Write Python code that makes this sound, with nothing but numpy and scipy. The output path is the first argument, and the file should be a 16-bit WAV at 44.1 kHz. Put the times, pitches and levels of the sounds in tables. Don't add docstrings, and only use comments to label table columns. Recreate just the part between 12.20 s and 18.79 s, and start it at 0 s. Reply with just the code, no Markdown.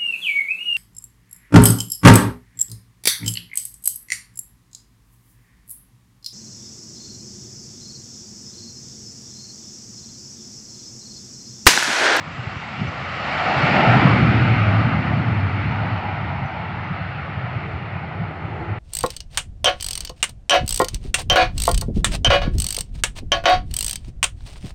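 import sys
import numpy as np
from scipy import signal
from scipy.io import wavfile
from scipy.ndimage import uniform_filter1d

SR = 44100
rng = np.random.default_rng(int(sys.argv[2]) if len(sys.argv) > 2 else 0)


def amplitude_ratio(level_db):
    exponent = np.asarray(level_db, float) / 20
    return 10 ** exponent


def master(y):
    cut = np.clip(np.atleast_2d(y).T, -1, 1)
    pcm = np.round(cut * 32767)
    wavfile.write(sys.argv[1], SR, pcm.astype(np.int16))


N = 290619

# centre_s, peak_db, pitch_hz, length_s
CHIPS = [(.08, -63, 5960, .015), (.135, -58, 6020, .02), (.38, -63, 5830, 0.072), (0.68, -50, 5950, 0.0092),
         (.72, -59, 6030, .015), (.838, -56, 5900, .005), (.93, -66, 5850, 0.027), (3.52, -65, 5870, .015),
         (3.78, -69, 5870, .02), (4.13, -69, 6000, .02), (4.263, -60, 6000, .013), (4.275, -65, 6050, .006),
         (4.288, -72, 6100, .008), (4.315, -69, 5940, .006), (4.644, -64, 5930, .009),
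         (4.68, -72, 5950, .02), (2.4, -60, 6000, .02)]
# centre_s, peak_db, pitch_hz, length_s
THUMPS = [(0.187, -17.5, 118, 0.011), (0.264, -15.5, 108, 0.0089), (0.358, -18.5, 99, 0.012),
          (0.609, -8.5, 165, 0.008), (0.652, -20, 110, 0.0093), (1.432, -10, 149, 0.012),
          (2.019, -10, 118, 0.011), (2.259, -11.5, 118, 0.0076), (4.805, -17, 129, 0.0072),
          (5.234, -14.5, 130, 0.014), (5.356, -13.5, 105, 0.013), (5.54, -18, 91, .02),
          (5.17, -16, 100, 0.024), (5.994, -17, 134, 0.019), (6.239, -18, 110, 0.009),
          (4.05, -20, 100, .012), (6.51, -17, 100, 0.032)]
# time_s, pitch_hz, level_db
MOAN = [
    (6.25, 325, -56),
    (6.38, 325.4, -53),
    (6.43, 340, -33),
    (6.47, 335, -51),
    (6.5, 325, -37),
    (6.54, 315, -56),
]
# frequency_hz, density_db_per_hz
BREEZE = [(10, -6), (25, 3.5), (40, 7), (55, 0), (80, -38.5)]
# frequency_hz, density_db_per_hz
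FLOOR = [(100, 0), (8000, 0), (8700, -5.5), (10500, -5), (11500, 0.5), (16000, 0.5)]

# frequency_hz, density_db_per_hz
RUMBLE = [(12, -62.5), (20, -31.5), (32, -42), (48, -32.5), (62, -6), (86, -0.5), (140, 1), (170, -1),
          (220, -32), (370, -120)]
# frequency_hz, density_db_per_hz
WASH = [(110, -17.5), (160, -4.5), (180, 2), (250, -4.5), (350, -7), (450, -11.5), (600, -24.5), (900, -58)]
# time_s, blade_rate_hz, share_of_rumble_db
BLADES = [(0, 123, -26), (1.3, 131, -14), (1.7, 123.1, 0), (2.1, 117.5, -2.5), (2.45, 108.8, 2.5),
          (2.8, 107.8, -4.5), (3.2, 100.3, -0.5), (3.6, 103.3, -3), (3.9, 95.7, -2.5), (4.4, 93.7, -8),
          (6.59, 102.3, -4)]
# time_s, level_db
PROPS = [(0, -36.5), (.5, -39), (.8, -34), (1.3, -34.5), (1.5, -26), (1.7, -18.5), (2.0, -15.5), (2.4, -16),
         (2.6, -17.5), (2.8, -21.5), (3.2, -19.5), (3.6, -22.5), (3.85, -28), (4.1, -26.5), (4.4, -30),
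         (5.2, -29.5), (5.9, -31), (6.59, -30)]
# centre_s, gain_db
SURGES = [(1.38, 9), (1.59, 4), (1.63, -11), (1.69, 6), (1.78, 5), (1.82, -6), (1.85, 7), (2.03, -1),
          (2.13, -6.5), (2.42, -1), (2.46, 4), (2.6, 4), (2.7, -7), (2.79, 2), (2.83, -9), (2.94, 1.5),
          (3.04, -8), (3.08, 5), (3.32, -4), (3.74, 4), (3.82, -7), (4.18, -1), (4.24, 8), (4.29, -16),
          (4.72, 7.5), (4.77, -5), (5.76, 6.5), (6.02, 9), (6.15, -5), (6.52, 0)]
# centre_s, width_s, rumble_db, wash_db
GUST = (0.636, 0.044, 11.4, 8.1)
# centre_s, width_s, wash_db, upper_end_db
EDDIES = [(.3, .1, 2, 1.5), (1.0, .15, -3.5, 2.5), (1.4, 0.17, 4, -1), (1.85, 0.22, 1.5, 1.5),
          (1.55, .06, -1.5, 2.5), (2.25, .07, 1, -2), (2.45, 0.079, -4.5, 0), (2.8, 0.15, 3.5, -4),
          (3.45, 0.11, 0, -0.5), (4.85, 0.13, -2, -4.5), (5.25, .1, -6, 6), (5.5, 0.069, 0.5, 6),
          (6.13, 0.1, 3, 1), (6.4, 0.12, -1.5, 9)]

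# time_s, level_db
EXHAUST = [(0, -38), (.2, -35.5), (.8, -32.5), (1.12, -25.5), (1.28, -23), (1.48, -20), (1.84, -19.5),
           (2.05, -23), (2.32, -24), (2.68, -26.5), (3.02, -30), (3.68, -30.5), (4.3, -34.5), (4.75, -32.5),
           (5.05, -33.5), (5.5, -35), (6.1, -37.5), (6.59, -37.5)]
# frequency_hz, density_db_per_hz
ROAR = [(250, -36.5), (500, -0.5), (1300, -1), (2100, -5), (2800, -10.5), (3300, -20), (4400, -25),
        (5200, -32.5), (6200, -47.5), (7000, -53)]
# low_lobe_db, treble_db
ROAR_MEANS = (-4.5, -15.5)
# frequency_hz, density_db_per_hz
HISS = [(3000, -9.5), (6000, 1.5), (7500, 2), (8000, -2), (8250, -23), (8600, -61)]
# centre_hz, width_hz, depth_db
DIPS = [(473, 107, 9.5), (1021, 113, 7.5), (1660, 113, 5), (2510, 75, 2.5), (3000, 84, 0.5),
        (4020, 230, 1.5), (4540, 80, 3)]
# centre_s, width_s, roar_db, low_lobe_db
CLIMAX = (1.76, 0.096, 0.67, 0.96)
# centre_s, width_s, gain_db
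LIFTS = [
    (.45, 0.12, -1),
    (.8, 0.053, 2),
    (1.3, 0.1, 3.5),
    (1.64, 0.083, 5),
    (2.56, 0.035, 2),
    (3.05, .2, 3),
    (3.75, 0.16, 4.5),
    (4.25, 0.2, 7),
    (6.3, 0.5, 4.5),
]
# centre_s, width_s, slide_hz
LEAN = [
    (.4, .15, 32),
    (1.65, 0.088, -24.5),
    (4.098, 0.92, 38.5),
    (6.15, 0.071, 36),
]
# centre_hz, width_hz, gain_db, gain_db_per_100m
WHINE = (4330, 170, 1.3, 1)

ROLL_M_PER_S = 35.6
TURN_S, TURN_SPAN_S = 1.66, .2
LOBE_DB, LOBE_HZ = -5, 770
TREBLE_DB, TREBLE_DB_PER_100M, TREBLE_TURN_DB, TREBLE_FOLLOWS = -11.5, -2, -2.5, 0.96
HISS_DB, HISS_DB_PER_100M, HISS_TURN_DB, HISS_FOLLOWS = -27.5, -12, -4.5, 0.79
HISS_TILT_DB = -5
SURGE_S = 0.015
WASH_DB, WASH_PROPS, WASH_ROAR, WASH_DB_PER_100M = -20, 0.78, 0.44, -2.5
UPPER_DB, UPPER_PROPS, UPPER_ROAR, UPPER_DB_PER_100M = -11.5, -0.32, 0.35, 4
BREEZE_DB, CALM_DB = -46, -68


def evened(x):
    return x / np.sqrt(np.mean(x ** 2) + 1e-20)


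def read(points, hz):
    f, value = np.transpose(points)
    return np.interp(np.log(hz + 1), np.log(f + 1), value)


def curves(rows, t):
    s, *columns = np.transpose(rows)
    return [np.interp(t, s, c) for c in columns]


def bell(x, centre, width):
    return np.exp(-((x - centre) / width) ** 2 / 2)


def away(t):
    return ROLL_M_PER_S * t / 100


def grid(size):
    return np.fft.rfftfreq(size, 1 / SR)[:, None], np.arange(4 * N // size + 5) * size / 4 / SR


def banded(db, hz, band):
    inside = (hz >= band[0]) & (hz < band[1])
    return db - 10 * np.log10((amplitude_ratio(db) ** 2 * inside).sum(0))


def noise(db, patchy_db, wide, long):
    real, imaginary, patches = rng.standard_normal((db.shape[1], db.shape[0], 3)).T
    patches = uniform_filter1d(patches, wide, 0)
    patches = evened(uniform_filter1d(patches, long, 1))
    size = 2 * (len(db) - 1.5)
    z = (real + 1j * imaginary) * amplitude_ratio(db + patchy_db * patches) * np.sqrt(4 / 3)
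    return signal.istft(z, nperseg=size, noverlap=size * 3 // 4)[1][:N]


def resonate(x, hz, width):
    turn = np.exp(2j * np.pi * np.cumsum(hz) / SR)
    r = np.exp(-np.pi * width / SR)
    return 2 * (turn * signal.lfilter([1 - r], [1, -r], x / turn)).real


def add(mix, s, db, hz, length):
    t = np.arange(-2 * length, 2 * length, 1 / SR)
    part = mix[round((s - 2 * length) * SR):][:len(t)]
    part += amplitude_ratio(db) * np.exp(-(2 * t / length) ** 2 / 2) * np.cos(2 * np.pi * hz * t)


def bird():
    out = np.zeros(N)
    for row in CHIPS:
        add(out, *row)
    return out + 0.37 * np.roll(out, 430)


def wind():
    out, t = np.zeros(N), np.arange(N) / SR
    for s, db, hz, length in THUMPS:
        add(out, s + 0.01093, db - 3.5, hz, length)
    hz, db = curves(MOAN, t)
    sounding = (t > MOAN[0][0]) & (t < MOAN[-1][0])
    return out + sounding * amplitude_ratio(db) * np.sqrt(2) * np.sin(2 * np.pi * np.cumsum(hz) / SR)


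def propeller_rumble():
    hz, frames = grid(size=2048)
    blade_hz, share_db = curves(BLADES, np.arange(N) / SR)
    broad = evened(noise(read(RUMBLE, hz) + 0 * frames, patchy_db=0.5, wide=2, long=6))
    note = resonate(rng.standard_normal(N), blade_hz, width=22)
    note = evened(resonate(note, blade_hz, width=22))
    share = np.clip(amplitude_ratio(share_db), 0, .95)
    rumble = share * note + np.sqrt(1 - share ** 2) * broad
    slow = uniform_filter1d(uniform_filter1d(rumble ** 2, 4000), 4000)
    return evened(rumble / (slow + .05) ** 0.41)


def propeller_wash():
    hz, t = grid(size=2048)
    props, roar = curves(PROPS, t)[0] + 20, curves(EXHAUST, t)[0] + 20
    gust_s, gust_width_s, _, gust_db = GUST
    wash_db = WASH_DB + WASH_PROPS * props + WASH_ROAR * roar + WASH_DB_PER_100M * away(t)
    wash_db = wash_db + gust_db * bell(t, gust_s, gust_width_s)
    wash_db = wash_db + sum(db * bell(t, s, width) for s, width, db, _ in EDDIES)
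    upper_db = UPPER_DB + UPPER_PROPS * props + UPPER_ROAR * roar + UPPER_DB_PER_100M * away(t)
    upper_db = upper_db + sum(db * bell(t, s, width) for s, width, _, db in EDDIES)
    wash = banded(read(WASH, hz), hz, (165, 290)) + wash_db
    wash = wash + np.clip((hz - 260) / 80, 0, 1) * (upper_db + 6.5) - 2.0
    breeze_power = amplitude_ratio(BREEZE_DB + 0.56 * wash_db) ** 2 + amplitude_ratio(CALM_DB) ** 2
    both_db = 10 * np.log10(amplitude_ratio(wash) ** 2 + amplitude_ratio(read(BREEZE, hz)) ** 2 * breeze_power)
    return noise(both_db, patchy_db=1.46, wide=3, long=5)


def propellers():
    t = np.arange(N) / SR
    gust_s, gust_width_s, gust_db, _ = GUST
    surge_db = sum(db * bell(t, s, SURGE_S) for s, db in SURGES)
    surge_db = surge_db + gust_db * bell(t, gust_s, gust_width_s)
    beat = amplitude_ratio(curves(PROPS, t)[0] + surge_db) * propeller_rumble()
    beat = signal.sosfilt(signal.butter(6, 62, "high", fs=SR, output="sos"), beat)
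    return beat + propeller_wash()


def reflection_comb(hz, t):
    wander = rng.standard_normal((len(t), len(DIPS)))
    wander = evened(uniform_filter1d(wander, size=50, axis=0))
    comb_db = 0
    for k, (centre_hz, width_hz, depth_db) in enumerate(DIPS):
        depth = depth_db * (1 + .16 * wander[:, k])
        comb_db = comb_db - depth * bell(hz, centre_hz + 32 * wander[:, k - 1], width_hz)
    return comb_db


def exhaust():
    hz, t = grid(size=1024)
    roar_db = uniform_filter1d(curves(EXHAUST, t)[0], size=9)
    turned = (1 + np.tanh((t - TURN_S) / TURN_SPAN_S)) / 2
    low_db = LOBE_DB + sum(db * bell(t, s, width) for s, width, db in LIFTS)
    slide_hz = sum(slide * bell(t, s, width) for s, width, slide in LEAN)
    treble_db = TREBLE_DB + TREBLE_DB_PER_100M * away(t) + TREBLE_TURN_DB * turned
    treble_db = treble_db + (TREBLE_FOLLOWS - 1) * (roar_db + 30.5)
    hiss_db = HISS_DB + HISS_DB_PER_100M * away(t) + HISS_TURN_DB * turned
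    hiss_db = hiss_db + (HISS_FOLLOWS - 1) * (roar_db + 29)

    climax_s, climax_width_s, climax_db, climax_low_db = CLIMAX
    aimed = bell(t, climax_s, climax_width_s)
    roar_db = roar_db + climax_db * aimed
    low_db = low_db + climax_low_db * aimed

    lean_db = 0.051 * slide_hz * (hz - LOBE_HZ) / 100 * np.exp(-((hz - LOBE_HZ) / 260) ** 2)
    roar = banded(read(ROAR, hz) + reflection_comb(hz, t) + lean_db, hz, (1050, 2400))
    low_reach = np.clip((1150 - hz) / 250, 0, 1) * np.clip((hz - 400) / 250, 0, 1)
    air_reach = np.clip((hz - 1900) / 1800, 0, 2)
    roar = roar + low_reach * (low_db - ROAR_MEANS[0]) + air_reach * (treble_db - ROAR_MEANS[1])
    whine_hz, whine_width_hz, whine_db, whine_db_per_100m = WHINE
    roar = roar + (whine_db + whine_db_per_100m * away(t)) * bell(hz, whine_hz, whine_width_hz)

    hiss = banded(read(HISS, hz), hz, (6300, 7900)) + hiss_db
    hiss = hiss + HISS_TILT_DB * away(t) * (hz - 6500) / 1000
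    both_db = 10 * np.log10(amplitude_ratio(roar) ** 2 + amplitude_ratio(hiss - 1.0) ** 2)
    return noise(both_db + roar_db - .3, patchy_db=1.12, wide=5, long=12)


def scene():
    return (bird() + wind() + propellers() + exhaust())[None]


def top_cut(x):
    return signal.sosfilt(signal.butter(12, 15480, fs=SR, output="sos"), x)


def record(dry):
    cut = signal.sosfilt(signal.butter(2, 55, "high", fs=SR, output="sos"), dry)
    push = abs(cut) - uniform_filter1d(abs(cut), size=16000)
    cut = cut + .06 * signal.sosfilt(signal.butter(3, 18, fs=SR, output="sos"), push)
    edge = signal.firwin(201, 8090, window=("kaiser", 9), fs=SR)
    band = signal.oaconvolve(cut * signal.windows.tukey(N, 500 / N), edge[None], "same")
    hz, frames = grid(size=1024)
    floor = evened(noise(read(FLOOR, hz) + 0 * frames, patchy_db=1.5, wide=4, long=4))
    loudness = np.sqrt(abs(uniform_filter1d(band ** 2, size=9000)))
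    floor = floor * np.hypot(amplitude_ratio(-96), .012 * loudness / 100)
    return top_cut(band + floor)


dry = scene()
out = record(dry)
master(out)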